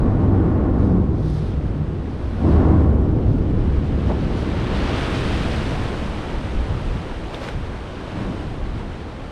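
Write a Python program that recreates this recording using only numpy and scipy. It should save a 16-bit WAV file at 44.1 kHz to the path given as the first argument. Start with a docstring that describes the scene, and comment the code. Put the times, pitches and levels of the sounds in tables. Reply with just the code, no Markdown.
"""Booming and crunching in two long crushes: a ship's bow breaks through an ice floe, heard from the deck.
Fracturing ice drives the hull and the resonances of its plates; snow and slush hiss off the slabs.
Then the bow wave foams up with ringing bubbles, slaps against the next floe and settles.
Under it all, eddies of wind rumble on the microphone."""
import sys
import numpy as np
from scipy.fft import rfft, irfft, next_fast_len
from scipy.io import wavfile
from scipy.ndimage import uniform_filter1d, map_coordinates

SR = 44100
rng = np.random.default_rng(int(sys.argv[2]) if len(sys.argv) > 2 else 0)


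def master(y):
    """Save y as 16-bit WAV."""
    cut = np.clip(np.atleast_2d(y).T, -1, 1)
    pcm = np.round(cut * 32767)  # scale
    wavfile.write(sys.argv[1], SR, pcm.astype(np.int16))


N = 410571

# the stem bites into a floe: start_s, hold_s, crunch_db, shaking_db, shaking_t60_s
CRUSHES = [(0, 0.82, -34.5, -19, 6.3), (0.899, 0.09, -50, -23, 2.7), (2.455, 0.22, -31.5, -18.5, 8.7),
           (2.6, .05, -33, -23.5, 6), (8.185, 0.13, -41, -29.5, 3.2)]
# spectrum of the booming hull: frequency_hz, density_db
BOOM_SPECTRUM = [(15, -21), (25, -19), (38, -4.5), (50, -1.5), (62, 1.5), (85, 0.5), (115, -1.5), (150, -7),
                 (210, -19), (400, -59), (800, -120)]
# strength of the bow wave relative to its crest: time_s, level_db
WAVE_STRENGTH = [(0, -20), (.3, -21), (1.1, -24.5), (1.45, -19), (1.9, -20), (2.55, -15.5), (3.0, -22),
                 (3.6, -17), (4.55, -7), (4.9, -0.1), (5.4, -1.35), (6.1, -8), (7.0, -10.5), (7.8, -13),
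                 (8.2, -11), (8.55, -14), (9.31, -14.5)]


def amp(db):
    """Decibels to amplitude ratio."""
    return 10 ** (np.asarray(db) / 20)


def unit(x):
    """Normalisation to rms 1."""
    return x / np.sqrt(np.mean(x ** 2) + 1e-20)


def clock():
    """The time of each sample in seconds."""
    return np.arange(N) / SR


def curve(rows):
    """Linear interpolation of (time_s, value) rows at every sample."""
    return np.interp(clock(), *np.transpose(rows))


def wobble(rate_hz):
    """Slow random modulation: a spline through Gaussian knots."""
    return map_coordinates(rng.standard_normal(int(N * rate_hz / SR) + 4), [clock() * rate_hz])


def filtered(x, response):
    """Linear filtering: the spectrum is multiplied by a frequency response."""
    size = next_fast_len(N + SR // 2)
    return irfft(rfft(x, size) * response(np.fft.rfftfreq(size, 1 / SR)), size)[:N]


def coloured(x, spectrum):
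    """Spectral shaping by (frequency_hz, density_db) rows, at rms 1."""
    knots_hz, db = np.transpose(spectrum)
    return unit(filtered(x, lambda hz: amp(np.interp(np.log(hz + 1), np.log(knots_hz), db))))


def noise():
    """Gaussian white noise."""
    return rng.standard_normal(N)


def crackle(per_s, spread_db):
    """Shot noise: impulses of uneven size at random moments, at rms 1."""
    happens = rng.random(N) < per_s / SR
    return unit(happens * np.sign(noise()) * amp(spread_db * np.clip(noise(), -2, 2)))


def steadied(x, evenness):
    """Envelope compression flattens the chance swells of a rumble, at rms 1."""
    power = np.abs(uniform_filter1d(uniform_filter1d(x ** 2, size=1500), size=1500)) + 1e-4
    return unit(x / power ** (evenness / 2))


def swells(rows):
    """The envelope of Gaussian swells; incoherent sounds add in power."""
    t = clock()
    return np.sqrt(sum(amp(db) ** 2 * np.exp(-((t - peak) / half) ** 2) for peak, db, half in rows))


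def blow(start_s, rise_s, t60_s, hold_s=0):
    """An envelope that grows exponentially up to start_s, holds, then decays exponentially."""
    t = clock() - start_s
    return np.exp(np.minimum(t, 0) / rise_s) * amp(-60 * np.maximum(t - hold_s, 0) / t60_s)


def bursts(rows):
    """The envelope of several blows, added in power."""
    return np.sqrt(sum((amp(db) * blow(start, *shape)) ** 2 for start, db, *shape in rows))


def bubbles(low_hz, high_hz, cycles, rise, spread_db, count):
    """Each bubble is a damped oscillator whose pitch rises as it nears the surface."""
    when, tuning, loudness = rng.random((count, 3)).T[:, :, None]
    hz = low_hz * (high_hz / low_hz) ** tuning
    samples = np.arange(int(min(3 * cycles / low_hz, .03) * SR))
    age = hz * samples / SR / cycles
    phase = 2 * np.pi * cycles * (age + rise * (age - 1 + np.exp(-age)))
    envelope = np.exp(-2 * age) - np.exp(-20 * age)
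    ring = amp(spread_db * loudness ** 3) * envelope * np.sin(phase)
    positions = (when * N).astype(int) + samples
    return unit(np.bincount(positions.ravel(), ring.ravel(), N)[:N])


def plates(x):
    """Modal resonance: the steel bow plates add their own ringing to what shakes them."""
    # plate modes, relative to the drive: pitch_hz, bandwidth_hz, gain_db
    modes = [(149, 10, -10), (212, 15, -3), (267.3, 6.2, -3), (317.5, 9.5, -1), (353.4, 14, -6),
             (445.5, 8, -6.5), (490, 28, -3.5), (615, 33, -7.5), (765, 26, -1.5), (874, 26, -3),
             (1090, 80, -3.5), (1440, 50, -5), (1760, 50, -8)]

    def response(f):
        return 1 + sum(amp(db) * 1j * f * width / (hz * hz - f * f + 1j * f * width)
                       for hz, width, db in modes)
    return filtered(x, response)


def wind(breeze_db=-38.5):
    """Turbulent pressure: eddies buffet the microphone in gusts over a steady breeze."""
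    # gusts: peak_s, level_db, half_length_s
    gusts = [(.12, -28, .25), (1.6, -33, .15), (2.27, -29, .08), (3.05, -28, .2), (3.65, -24, .28),
             (4.8, -31, .1), (5.45, -25, .24), (5.81, -22.5, .05), (6.07, -26, .06), (6.21, -26.5, .035),
             (6.36, -27, .045), (6.6, -19.5, .06), (6.9, -22.5, .04), (7.19, -29, .09), (7.68, -29.5, .1),
             (8.63, -29.5, .2)]
    # buffeting: frequency_hz, density_db
    spectrum = [(5, -21.5), (15, -7.5), (26, -0.5), (38, -0.5), (49, -11.5), (62, -2.5), (100, -18),
                (300, -53.5), (1000, -120)]
    buffeting = steadied(coloured(noise(), spectrum), evenness=.17)
    return np.hypot(amp(breeze_db), swells(gusts)) * buffeting


def snow():
    """Snow and slush slide off the slabs; countless tiny impacts merge into a hiss."""
    # slides: peak_s, level_db, half_length_s
    slides = [(.26, -70, 0.05), (0.848, -58.5, 0.063), (1.02, -67, .1), (1.333, -52, 0.11),
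              (1.48, -58, 0.032), (2.27, -60.5, 0.14), (2.5, -55.5, 0.084), (3.32, -62, .06),
              (4.41, -51.5, 0.035)]
    # hiss: frequency_hz, density_db
    spectrum = [(1200, -42), (2500, -22), (3400, 3), (4800, -0.5), (6000, -5.5), (7300, -14.5),
                (9500, -11.5), (11000, -18), (12000, -26.5), (15000, -38.5)]
    return swells(slides) * coloured(crackle(per_s=12000, spread_db=6), spectrum)


def foam(fizz_lag_s=.15):
    """Small bubbles resonate in the wash; the finest burst a little later as a fizz of shot noise."""
    # spray of the wash: frequency_hz, density_db
    spray_spectrum = [(400, -40.5), (1000, 3), (1800, 0.5), (3000, -0.5), (4000, -6), (5000, -12.5),
                      (6000, -17), (7200, -26), (10000, -36), (16000, -81.5)]
    # bursting bubbles: frequency_hz, density_db
    fizz_spectrum = [(2500, -32), (4500, 4.5), (6000, 4.5), (7200, 2), (8500, 3.5), (10000, -3),
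                     (11000, -6.5), (12000, -14), (13500, -16.5), (15500, -26.5)]
    wave_db = curve(WAVE_STRENGTH)
    late_db = np.interp(clock() - fizz_lag_s, clock(), wave_db)
    lapping = amp(.48 * wobble(22))
    ringing = bubbles(low_hz=1384, high_hz=5030, cycles=9.9, rise=.086, spread_db=10.5, count=8000)
    spray = coloured(crackle(per_s=7000, spread_db=1), spray_spectrum)
    wash = amp(-31.5 + wave_db) * unit(spray + amp(-10) * ringing)
    fizz = amp(-50 + .9 * late_db) * coloured(crackle(per_s=7500, spread_db=0), fizz_spectrum)
    return lapping * (wash + fizz)


def bow_wave(crest_db=-30, growth=.58):
    """The wave tumbles over in turbulent noise and traps air that resonates as bubbles."""
    # tumbling water: frequency_hz, density_db
    spectrum = [(150, -44), (380, -1.5), (560, -3.5), (750, -5.5), (1150, -10), (1600, -15), (2400, -26.5),
                (5000, -58), (12000, -120)]
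    gurgle = bubbles(low_hz=450, high_hz=2000, cycles=7, rise=.15, spread_db=11, count=5000)
    churn = unit(coloured(noise(), spectrum) + amp(-10) * gurgle)
    return amp(crest_db + growth * curve(WAVE_STRENGTH) + .47 * wobble(15)) * churn


def slaps():
    """Water impacts between bow and floe radiate bursts of broadband noise."""
    # slaps: peak_s, level_db, rise_s, t60_s
    impacts = [(7.343, -33.5, 0.017, 0.34), (7.415, -35, 0.011, 0.18), (7.437, -32, .015, 0.6),
               (7.478, -37, 0.0088, .1), (7.487, -35, .002, 0.087)]
    # splash: frequency_hz, density_db
    spectrum = [(150, -17), (500, 15.5), (1500, 2), (2500, 2), (3600, -3.5), (5000, -9), (8000, -19),
                (12000, -27), (16000, -51)]
    return bursts(impacts) * coloured(noise(), spectrum)


def thumps():
    """Impacts of swell and slabs excite the low-frequency response of the hull."""
    # thumps: peak_s, level_db, rise_s, t60_s
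    impacts = [(2.42, -30, 0.027, 0.29), (3.31, -17, 0.091, 0.38), (3.75, -26.5, 0.15, 3.2),
               (4.07, -17, .01, 0.14), (5.8, -23, .012, .25), (6.44, -21, 0.0065, 0.18),
               (6.71, -17.5, 0.012, 0.48), (6.955, -19, 0.02, 0.2), (7.55, -21, 0.032, 0.35),
               (8.78, -27.5, 0.15, 0.55)]
    return bursts(impacts) * steadied(coloured(noise(), BOOM_SPECTRUM), evenness=.61)


def knock():
    """The impact of a loose block on the hull is a noise burst coloured by the plate modes."""
    # knock: peak_s, level_db, rise_s, t60_s
    impacts = [(4.106, -18.3, 0.013, 0.15)]
    # block on steel: frequency_hz, density_db
    spectrum = [(80, -4), (200, 4), (600, 1), (900, -4), (1250, -16), (1850, -18), (2400, -34), (4000, -46),
                (10000, -90)]
    return bursts(impacts) * coloured(plates(noise()), spectrum)


def snaps(attack_s=.0006):
    """Brittle fracture at the edge of the next floe: a crack, and the broken piece rings briefly."""
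    # fractures: start_s, ring_db, pitch_hz, crack_db, t60_s
    fractures = [(7.3395, -27, 1500, -35, .01), (7.3448, -18.5, 3560, -25, .009),
                 (7.441, -33, 4400, -31, .012), (7.478, -28, 1200, -32, .014),
                 (7.4868, -19, 1500, -19, .008)]
    # crack: frequency_hz, density_db
    spectrum = [(300, -16), (1000, 4), (3500, -5), (6000, -16), (10000, -27), (13000, -42), (16000, -68)]
    out = np.zeros(N)
    t = np.arange(SR // 10) / SR
    attack = 1 - np.exp(-t / attack_s)
    for start, ring_db, hz, crack_db, t60 in fractures:
        ring = amp(ring_db) * np.sin(2 * np.pi * hz * t)
        crack = amp(crack_db) * coloured(noise(), spectrum)[:len(t)]
        out[round(start * SR):][:len(t)] += attack * amp(-60 * t / t60) * (ring + crack)
    return out


def groans(waver_hz=2.31, flutter_db=2.5):
    """Friction of dragging ice sustains a hull resonance, whose pitch drifts as the load shifts."""
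    # groans: centre_s, length_s, pitch_hz, glide_hz_per_s, level_db
    tones = [(.26, .34, 97, 0, -17), (.54, .14, 81, 0, -19.5), (.76, .2, 92, -80, -19.5),
             (.98, .26, 182, 35, -20.5), (1.32, .27, 151, 0, -20), (1.56, .16, 75, -90, -23),
             (1.78, .36, 151, 0, -26), (2.26, .1, 60, 0, -23), (2.56, .3, 80.5, 0, -15),
             (2.52, .28, 216, -10, -23.5), (2.52, .17, 322, 0, -20.5), (2.72, .16, 318, 0, -23),
             (2.75, .3, 264, 0, -26), (2.85, .32, 73, -45, -15.8), (3.32, .22, 100, 0, -21.5),
             (3.8, .5, 70, 0, -24), (8.25, .3, 190, 30, -35)]
    out = np.zeros(N)
    for centre, length, hz, glide, db in tones:
        t = clock() - centre
        swell = np.exp(-(2 * t / length) ** 4)
        phase = 2 * np.pi * np.cumsum(hz + glide * t + waver_hz * wobble(30)) / SR
        out += amp(db + flutter_db * wobble(15)) * swell * np.sin(phase)
    return out


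def crunch(bite_s, t60_s=1.73):
    """Ice fails in compression: a dense train of tiny fractures excites the plate modes."""
    # crunching ice: frequency_hz, density_db
    spectrum = [(200, -33.5), (400, -2.5), (520, -3.5), (720, -1), (880, -6), (1100, -5), (1400, -11.5),
                (2000, -20), (3500, -45.5), (8000, -62), (16000, -120)]
    crushing = bursts((start, db, bite_s, t60_s, hold) for start, hold, db, _, _ in CRUSHES)
    flutter = amp(.5 * wobble(25))
    return crushing * flutter * coloured(plates(crackle(per_s=4000, spread_db=1)), spectrum)


def shaking(bite_s, decay_share):
    """Damping: the vibration envelope of a hull part that rings for a share of each crush's decay time."""
    return bursts((start, db, bite_s, decay_share * t60, hold) for start, hold, _, db, t60 in CRUSHES)


def hull(bite_s):
    """Forced vibration: crushes and dragging slabs make the whole bow boom and its plating rattle."""
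    # slabs and water dragging along the hull: time_s, level_db
    drag = [(0, -44), (1.7, -28), (2.2, -31), (3.2, -23), (3.85, -26), (4.5, -24.5), (5, -26), (5.55, -26),
            (6.1, -31), (6.9, -33), (7.25, -35.5), (7.9, -35), (8.8, -34.5), (9.31, -38)]
    # rattling plating: frequency_hz, density_db
    rattle_spectrum = [(70, -36.5), (130, -4), (165, 2), (215, -0.5), (265, 0), (320, -2.5), (400, -5.5),
                       (480, -11.5), (700, -19.5), (1500, -37), (4000, -120)]
    drag_db = curve(drag)
    boom = steadied(coloured(noise(), BOOM_SPECTRUM), evenness=.58)
    fractures = crackle(per_s=2500, spread_db=3)
    rattle = steadied(coloured(plates(fractures), rattle_spectrum), evenness=.1)
    boom_envelope = np.hypot(shaking(bite_s, decay_share=1), amp(drag_db + 1))
    rattle_envelope = np.hypot(amp(-1) * shaking(bite_s, decay_share=.45), amp(drag_db))
    return boom_envelope * boom + rattle_envelope * rattle


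def scene():
    """Superposition of all sources at the deck, in one channel."""
    bite_s = .047  # time constant with which a crush builds up
    icebreaking = hull(bite_s) + groans() + crunch(bite_s) + snow() + knock() + snaps()
    water = bow_wave() + slaps() + thumps() + foam()
    return (icebreaking + water + wind())[None]


def record(dry):
    """Soft saturation rounds off the highest peaks; a low-pass filter limits the bandwidth."""
    ceiling, top_hz = .64, 15600
    rounded = dry[0] / (1 + np.abs(dry[0] / ceiling) ** 6) ** (1 / 6)
    return filtered(rounded, lambda hz: hz < top_hz)[None]


dry = scene()
out = record(dry)
master(out)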